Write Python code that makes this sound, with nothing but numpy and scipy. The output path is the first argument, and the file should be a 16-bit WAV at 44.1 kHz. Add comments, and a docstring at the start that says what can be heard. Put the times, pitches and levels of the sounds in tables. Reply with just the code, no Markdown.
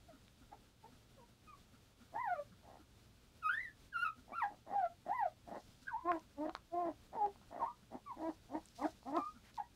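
"""On a blanket in a small, soft room, newborn puppies nurse and crawl under a phone.
Their vocal folds buzz in high squeaks and low grunts, turn hoarse when they lose step,
and creak when they flap slowly. Throats gulp, wet lips smack, fur rubs the blanket
and one nose snuffles in it. The room echoes briefly over a quiet rumble, hiss and mains hum."""
import sys
import numpy as np
from scipy import signal
from scipy.fft import rfft, irfft
from scipy.io import wavfile
from scipy.ndimage import uniform_filter1d

SR = 44100
rng = np.random.default_rng(int(sys.argv[2]) if len(sys.argv) > 2 else 0)


def store_wav(level_fs):
    """Save 16-bit WAV to argv[1]."""
    pcm = np.round(np.clip(np.atleast_2d(level_fs), -1, 1) * 32767)
    wavfile.write(sys.argv[1], SR, pcm.T.astype(np.int16))


N = 429975


def undb(db):
    """Turns decibels into a number to multiply by."""
    return 10 ** (np.asarray(db) / 20)


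def unit(x):
    """Scales a sound to an average strength (RMS) of 1."""
    return x / np.sqrt(np.mean(x ** 2))


def band(x, hz, width, passes=1):
    """A resonance: keeps what lies near hz. More passes cut the rest more steeply."""
    for _ in range(passes):
        x = signal.lfilter(*signal.iirpeak(hz, hz / width, fs=SR), x)
    return x


def level_at(table, hz):
    """Reads a table of f/Hz, level/dB, with octaves evenly spaced."""
    freqs, levels = np.transpose(table)
    return np.interp(np.log(hz), np.log(freqs), levels)


def wobble(n, hz):
    """A random waver about 1 in size, with up to hz changes a second."""
    k = int(SR / hz)
    noise = rng.standard_normal(n + 2 * k)
    return unit(uniform_filter1d(uniform_filter1d(noise, k), k))[k:n + k]


def glide(rows, level_column, attack_s, release_s):
    """Start sample and a curve for each column after the time; the level fades in and out."""
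    times, *columns = np.transpose([rows[0], *rows, rows[-1]])
    times[[0, -1]] += -attack_s, release_s
    columns[level_column][[0, -1]] -= 36  # dB quieter at both ends
    start = int(times[0] * SR)
    t = np.arange(start, min(int(times[-1] * SR), N)) / SR
    return start, [np.interp(t, times, column) for column in columns]


def swell(s, length, db0, db1, attack_s, release_s):
    """Start sample and gain of a sound that fades in, slides between two levels and fades out."""
    start, (db,) = glide([(s, db0), (s + length, db1)], 0, attack_s, release_s)
    return start, undb(db)


def add(out, start, x):
    """Mixes x into out from the start sample on."""
    x = x[:len(out) - start]
    out[start:start + len(x)] += x


# Tone of the background noise: f/Hz, relative level/dB
BACKGROUND_SHAPE = [(12, -73), (20, -3.5), (109, -2.5), (144, -8.5), (219, -6), (362, -14), (550, -16.5),
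                    (650, -18), (768, -19.5), (933, -20.5), (1010, -23), (1380, -20), (1820, -25),
                    (3650, -22.5), (15500, -37)]
# Tones of the mains hum: f/Hz, level/dB
MAINS_HUM = [(59.5, -74), (120, -74)]


def background():
    """Room rumble and microphone hiss, flickering a little, with a wavering hum."""
    hz = np.maximum(np.fft.rfftfreq(N + 1, 1 / SR), 10)
    noise = irfft(rfft(rng.standard_normal(N + 1)) * undb(level_at(BACKGROUND_SHAPE, hz)))[:N]
    hum, t = np.zeros(N), np.arange(N) / SR
    for f, db in MAINS_HUM:
        gain = undb(db + 2.1 * wobble(N, 7.2))
        hum += gain * np.sin(2 * np.pi * f * t + 1.2 * wobble(N, 12))
    return unit(noise) * undb(-66.5 + 1.2 * wobble(N, 22)) + hum


# Chest, mouth and nose resonances: f/Hz, base width/Hz, level before rebalancing/dB
AIRWAY = [(259, 158, 0), (707, 274, 11.5), (1903, 390, -13.5)]


def throat(x, chest_db):
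    """The airway rings at three frequencies; chest_db sets the chest against the mouth."""
    chest, mouth, nose = (undb(db) * band(x, hz, 1.14 * width, passes=2) for hz, width, db in AIRWAY)
    return (mouth - nose) / np.std(mouth) - undb(chest_db) * chest / np.std(chest)


def vocal_folds(calls, hoarse, overtones, *, harmonics, base_roughness, attack_s, release_s,
                pitch_shake, level_shake, shake_hz, rasp_db, mid_rasp_db, hiss_db):
    """Folds buzz at a pitch and its multiples (harmonics); rough folds shake and let air rasp."""
    out, roughness = np.zeros(N), np.full(N, base_roughness)
    for begin, end, value in hoarse:
        roughness[int(begin * SR):int(end * SR)] = value
    roughness = uniform_filter1d(roughness, int(0.0082 * SR)) ** 2
    for upper_db, rows in calls:
        start, (hz, first_db, mouth_db) = glide(rows, 1, attack_s, release_s)
        hz = uniform_filter1d(hz, int(0.0059 * SR), mode="nearest")  # muscles round the bends
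        n = len(hz)
        rough = roughness[start:start + n]
        shaky_hz = hz * (1 + pitch_shake * rough * wobble(n, shake_hz))
        phase = 2 * np.pi * np.cumsum(shaky_hz) / SR
        second_db = first_db + mouth_db
        offset_db = second_db + upper_db - level_at(overtones, 2 * hz)
        levels = [first_db, second_db]
        levels += [offset_db + level_at(overtones, k * hz) for k in range(3, harmonics + 1)]
        tone = np.zeros(n)
        for k, db in enumerate(levels, start=1):
            flicker_db = min(2.1 * (k - 1), 3) * wobble(n, 88)  # each overtone on its own
            tone += undb(db + flicker_db) * np.sin(k * phase) * (k * hz < .45 * SR)
        shake = (1 + level_shake * rough * wobble(n, shake_hz)) / np.sqrt(1 + (level_shake * rough) ** 2)
        air = rng.standard_normal(n) * (1 + np.cos(phase))  # one puff each time the folds open
        breath = throat(air, chest_db=-9.5) + undb(mid_rasp_db) * unit(band(air, 1400, 1400, passes=2))
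        rasp = rough * undb(np.maximum(first_db, second_db) + rasp_db) * breath
        # air hisses through the nostrils, more on tight high notes
        hiss = undb(second_db + hiss_db) * (hz / 1400) ** 2 * unit(band(air, 12000, 3500, passes=2))
        add(out, start, np.sqrt(2) * tone * shake + rasp + hiss)
    return out


# High calls: boost above the 2nd harmonic/dB, then points of t/s, f/Hz, level/dB, mouth opening/dB
# (mouth opening is how much louder the 2nd harmonic is than the 1st)
SQUEAK_CALLS = [ (-15, [(0.088, 706, -59.5, -17), (0.11, 633, -58, -15)]), (-16, [(1.477, 1270, -64, -6),
                (1.539, 1153, -58.5, -22)]), (-15.5, [(2.16, 829, -42, -16), (2.213, 1037, -40.5, -12.5),
                (2.251, 933, -43.5, -8.5), (2.29, 740, -38.5, -11.5), (2.33, 703, -39, -11.5),
                (2.37, 585, -53, -2), (2.397, 589, -39.5, -18), (2.425, 568, -56, -20)]),
                (-6, [(3.428, 1413, -51, -18), (3.435, 1279, -48, -13), (3.465, 1265, -34.5, -14.5),
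                (3.487, 1250, -43, -7), (3.496, 1458, -31, -29), (3.52, 1560, -38, -17.5),
                (3.548, 1664, -37.5, -19), (3.61, 2013, -45.5, -30), (3.642, 1964, -46, -21),
                (3.7, 1700, -61, -23)]), (-8.5, [(3.93, 1620, -51.5, -23), (3.94, 1444, -49.5, -11),
                (3.975, 1360, -34, -21.5), (4.01, 1401, -44, -7), (4.031, 1415, -38, -13),
                (4.075, 1239, -39, -13), (4.095, 1252, -49.5, -11), (4.13, 1277, -64, -23)]),
                (-7, [(4.33, 1150, -49.5, -7), (4.367, 1390, -43, -22), (4.393, 1333, -45.5, -12.5),
                (4.439, 850, -34.5, -7.5), (4.46, 804, -38, -22), (4.475, 828, -50, -25),
                (4.51, 840, -66, -30)]), (-12, [(4.73, 784, -40, -36), (4.756, 821, -39.5, -29),
                (4.794, 783, -35, -25), (4.864, 669, -37.5, -18), (4.885, 668, -57, -23),
                (4.925, 693, -63, -21)]), (-12, [(5.09, 695, -39.5, -35), (5.11, 779, -35, -33),
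                (5.125, 910, -40.5, -12), (5.149, 1040, -41.5, -14), (5.189, 967, -41, -6.5),
                (5.24, 757, -32.5, -23.5), (5.275, 631, -40, -22)]), (-9, [(5.865, 1545, -55, -35),
                (5.882, 1538, -42, -38), (5.893, 1480, -44, -40), (5.915, 1034, -51, -36),
                (5.948, 855, -37, -30), (5.98, 1004, -47, -35), (6.022, 1000, -57, -26)]),
                (-24, [(7.6, 1144, -47.5, -40), (7.635, 924, -35.5, -40), (7.651, 917, -40, -20.5),
                (7.683, 1210, -48, -40), (7.73, 1237, -65, -30)]), (-20, [(7.675, 945, -48, -35),
                (7.72, 966, -57, -33)]), (-13, [(8.065, 1174, -55, -21), (8.096, 1106, -47, -21),
                (8.12, 970, -43.5, -31), (8.13, 800, -60, -30)]), (-8, [(8.82, 1178, -46.5, -25),
                (8.838, 931, -42.5, -14), (8.86, 677, -40, -13), (8.872, 643, -46.5, -18)]),
                (-19, [(9.145, 1267, -55, -30), (9.164, 1325, -44.5, -23.5), (9.2, 1180, -42.5, -23),
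                (9.246, 1193, -39.5, -32), (9.3, 1250, -58, -25)]), (-17, [(9.575, 1042, -48.5, -15),
                (9.59, 839, -41, -33), (9.602, 810, -43, -25), (9.612, 910, -58.5, -15),
                (9.66, 948, -66, -13)]), ]
# Where the folds lose step: from t/s, to t/s, roughness/0-1
SQUEAK_ROUGH_SPELLS = [(1.53, 1.59, .3), (2.14, 2.2, .3), (2.33, 2.4, .25), (3.5, 3.72, .3),
                       (3.96, 4.04, .25), (4.04, 4.14, .36), (4.32, 4.53, .34), (4.74, 4.9, .24),
                       (5.08, 5.12, .3), (5.2, 5.3, .24), (5.85, 5.92, .4), (5.97, 6.04, .33),
                       (7.6, 7.75, .28), (8.1, 8.15, .3), (9.56, 9.66, .4)]
# Shape of the higher harmonics: f/Hz, relative level/dB
SQUEAK_OVERTONES = [(1500, 0), (2100, 2), (2900, -15), (4600, -21), (6000, -34), (7000, -39), (8300, -41),
                    (9300, -29), (11200, -33), (12200, -52), (16000, -62)]


def squeaks():
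    """Tight vocal folds buzz fast in thin, sliding cries."""
    return vocal_folds(SQUEAK_CALLS, SQUEAK_ROUGH_SPELLS, SQUEAK_OVERTONES,
                       harmonics=9, base_roughness=0.16, attack_s=.015, release_s=.038,
                       pitch_shake=0.2, level_shake=3.7, shake_hz=160,
                       rasp_db=-21.5, mid_rasp_db=14, hiss_db=-25)


# Swallows while suckling: t/s, peak level/dB, f/Hz, length/s
SWALLOWS = [(0.104, -59.5, 236.5, 0.086), (0.389, -61.5, 247, 0.073), (0.635, -68, 242, 0.06),
            (0.909, -60, 238, 0.045), (1.457, -68, 263, 0.058), (1.72, -60, 222, 0.047),
            (1.984, -59, 213, 0.066), (2.504, -57, 173, 0.044), (2.78, -59, 339, 0.053),
            (4.165, -58, 241, 0.047), (5.805, -62, 228, 0.047), (7.401, -59.5, 183, 0.05),
            (7.817, -63, 210.7, 0.027), (9.335, -57.5, 223, 0.069)]


def gulps():
    """A dull low bump in the throat, with a faint whistle from the nose on top."""
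    out = np.zeros(N)
    for s, db, hz, length in SWALLOWS:
        n = int(length * SR)
        bump = np.sin(2 * np.pi * np.cumsum(hz * (1 + 0.13 * wobble(n, 60))) / SR)
        whistle = unit(band(rng.standard_normal(n), 1350, 140))
        add(out, int(s * SR), undb(db) * np.hanning(n) * (bump + undb(-12.5) * whistle))
    return out


# Wet lips parting: t/s, ring level/dB, ring f/Hz, relative tick level/dB
LIP_SMACKS = [(0.281, -51, 2340, -13), (4.854, -47, 1490, -19), (6.1177, -24.5, 1380, -27),
              (6.195, -50, 6000, -12), (6.495, -33, 960, -18), (6.5509, -28.5, 1130, -15),
              (6.566, -43, 1250, -13), (7.262, -37.5, 795, -22), (7.359, -51, 890, -22),
              (7.415, -55, 850, -22), (7.431, -58, 900, -22), (8.657, -44.5, 8000, -20),
              (8.687, -47.5, 5940, -21), (9.03, -51, 850, -20), (9.166, -52, 2960, 5.5),
              (9.544, -49.5, 4400, -14), (9.569, -46, 4200, -15)]


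def smacks():
    """A wet tick, then the opening mouth rings and dies away within a few cycles."""
    out, t = np.zeros(N), np.arange(int(.02 * SR)) / SR
    for s, db, hz, tick_db in LIP_SMACKS:
        age = t * min(hz, 3000) / 0.41  # the ring is strongest at age 1
        ring = np.sin(2 * np.pi * hz * t) * age * np.exp(1 - age)
        burst = rng.standard_normal(len(t)) * np.exp(-t / 0.00058)
        tick = 5 * band(burst, 3000, 3900, passes=3)
        add(out, int(s * SR), undb(db) * (ring + undb(tick_db) * tick))
    return out


# Low calls: boost above the 2nd harmonic/dB, then points of t/s, f/Hz, level/dB, mouth opening/dB
GRUNT_CALLS = [ (6, [(0.527, 410, -74.5, 17), (0.551, 448, -63.5, -6.5)]), (3, [(0.845, 440, -66, 6.5),
               (0.871, 458, -72, 4), (0.89, 488, -66, -25)]), (-5, [(1.183, 557, -62, -10),
               (1.211, 473, -69, 1), (1.24, 470, -68, -3)]), (6, [(6.057, 331.8, -42.5, -5),
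               (6.091, 359.6, -45.5, 8), (6.153, 323, -43, -2.5), (6.175, 321.5, -46, -8)]),
               (-1, [(6.385, 285.4, -50, -2.5), (6.4, 290.6, -42, -8), (6.427, 306.5, -43, -0.5),
               (6.495, 321.3, -48.5, -10)]), (-5.5, [(6.725, 332.7, -60.5, 9), (6.745, 346, -45, 2.5),
               (6.81, 354.3, -47, 8.5), (6.845, 342.3, -46.5, 7.5), (6.889, 322.6, -42.5, 1.5),
               (6.915, 284, -49, -21)]), (-12.5, [(7.165, 468, -51, 3), (7.216, 415, -53.5, 17.5),
               (7.25, 407.5, -47.5, 10.5), (7.27, 403, -46, -10), (7.3, 402, -63, -8)]),
               (4, [(8.185, 321.2, -60, -12), (8.23, 316, -45.5, -5.5), (8.272, 330.2, -45.5, 4.5),
               (8.298, 314.5, -37.5, -19)]), (5, [(8.5, 240.3, -59, -8), (8.533, 279.7, -50, -8),
               (8.555, 311.6, -40.5, -6), (8.58, 313, -46, -15)]), (7.5, [(8.795, 232.3, -60, 1),
               (8.837, 299.3, -42, -5), (8.859, 310, -35.5, -16)]), (6.5, [(9.06, 224, -55.5, -8.5),
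               (9.084, 262.2, -48.5, -4.5), (9.108, 276.8, -47, -14), (9.14, 305.5, -44, -4),
               (9.176, 357, -37.5, 1), (9.188, 284, -37.5, -17), (9.21, 270, -54.5, -8)]), ]
# Where the folds lose step: from t/s, to t/s, roughness/0-1
GRUNT_ROUGH_SPELLS = [(.51, .58, .4), (.83, .9, .3), (6.155, 6.21, .32), (6.45, 6.52, .42),
                      (6.85, 6.94, .27), (7.15, 7.17, .4), (7.26, 7.31, .36), (8.17, 8.235, .38),
                      (8.285, 8.34, .3), (8.48, 8.62, .34), (8.77, 8.91, .28), (9.05, 9.13, .3),
                      (9.13, 9.24, .24)]
# Shape of the higher harmonics: f/Hz, relative level/dB
GRUNT_OVERTONES = [(700, 9), (1050, 0), (1400, -21), (1950, -18), (2500, -32.5), (3000, -48.5), (4000, -42),
                   (8000, -63)]


def grunts():
    """The folds buzz lower, and air rasps in the throat."""
    return vocal_folds(GRUNT_CALLS, GRUNT_ROUGH_SPELLS, GRUNT_OVERTONES,
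                       harmonics=14, base_roughness=0.15, attack_s=.028, release_s=.028,
                       pitch_shake=0.23, level_shake=1.6, shake_hz=233,
                       rasp_db=13.5, mid_rasp_db=-23, hiss_db=-54)


# Voice creaks: t/s, length/s, start level/dB, end level/dB, chest share/dB, flap f/Hz
VOICE_CREAKS = [(2.134, .025, -58.5, -45, -13, 120), (2.64, .13, -64, -61, -11, 70.1),
                (4.285, 0.047, -62, -52, -8, 109.8), (4.505, 0.043, -61, -64.5, -3.5, 119),
                (4.672, 0.071, -55.5, -44.5, -11, 90), (5.067, .03, -49.5, -51.5, -7.5, 110.2),
                (5.479, 0.095, -56.5, -44.5, -6.5, 130.2), (7.134, .03, -51, -46, -10.5, 120.3),
                (7.515, .13, -52, -46, -12.5, 60.1), (7.915, 0.042, -59, -47, -2, 129.3),
                (8.172, 0.047, -58, -58.5, 0, 119.5)]


def creaks():
    """Slack folds flap slowly and unevenly; each flap and its puff of air ring the throat."""
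    out = np.zeros(N)
    for s, length, db0, db1, chest_db, flap_hz in VOICE_CREAKS:
        start, gain = swell(s, length, db0, db1, attack_s=.025, release_s=.04)
        n = len(gain)
        cycles = np.cumsum(flap_hz * np.exp(.25 * wobble(n, 120))) / SR
        flaps = np.diff(np.floor(cycles), prepend=0) * undb(1.95 * wobble(n, 150))  # one click a cycle
        puffs = 0.073 * np.exp(-(cycles % 1) / 0.77) * rng.standard_normal(n)
        add(out, start, throat(flaps + puffs, chest_db) * gain)
    return out


def grainy_hiss(rows, hz, width):
    """Soft swells of noise around hz, made grainy by a fast flutter in level."""
    out = np.zeros(N)
    for row in rows:
        start, gain = swell(*row, attack_s=.05, release_s=.082)
        grains = rng.standard_normal(len(gain)) * undb(1.6 * wobble(len(gain), 200))
        add(out, start, unit(band(grains, hz, width)) * gain)
    return out


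# Rubs on the blanket: t/s, length/s, start level/dB, end level/dB
BLANKET_RUBS = [(5.551, 0.24, -72, -76), (5.82, .05, -70, -77), (8.205, 0.14, -75, -75),
                (8.419, .3, -80.5, -73), (8.762, 0.15, -64, -66), (8.962, 0.15, -78, -71),
                (9.162, 0.067, -67, -70), (9.251, .15, -72, -82), (9.557, .02, -69, -72),
                (9.633, 0.069, -87, -90)]


def rubs():
    """Blanket fibres slip under fur and paws with a bright hiss."""
    return grainy_hiss(BLANKET_RUBS, hz=4500, width=2600)


# A breath into the blanket: t/s, length/s, start level/dB, end level/dB
NOSE_PUFF = [(9.45, .045, -68, -65)]


def snuffle():
    """A nose blows one dull puff of air into the fibres."""
    return grainy_hiss(NOSE_PUFF, hz=1500, width=1500)


def room(x):
    """Dull echoes from walls and bedding die away quickly."""
    t = np.arange(int(.4 * SR)) / SR
    decay = undb(-60 * t / 0.14) * (t > .003)  # starts after 3 ms, 60 dB down at 0.14 s
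    tail = band(rng.standard_normal(len(t)), 1210, 2300) * decay
    return signal.fftconvolve(x, tail / np.sqrt(np.sum(tail ** 2)))[:N]


def scene():
    """Mixes the puppies, their echo and the background into one channel."""
    high = squeaks()
    low = grunts() + creaks() + gulps()
    lips = smacks()
    echo = room(undb(-14) * high + undb(-14.5) * low + undb(-19.5) * lips)
    return (high + low + lips + echo + rubs() + snuffle() + background())[None]


def record(dry):
    """The phone cuts the treble above 15700 Hz."""
    return signal.sosfilt(signal.ellip(10, .2, 60, 15700, fs=SR, output="sos"), dry)


dry = scene()
out = record(dry)
store_wav(out)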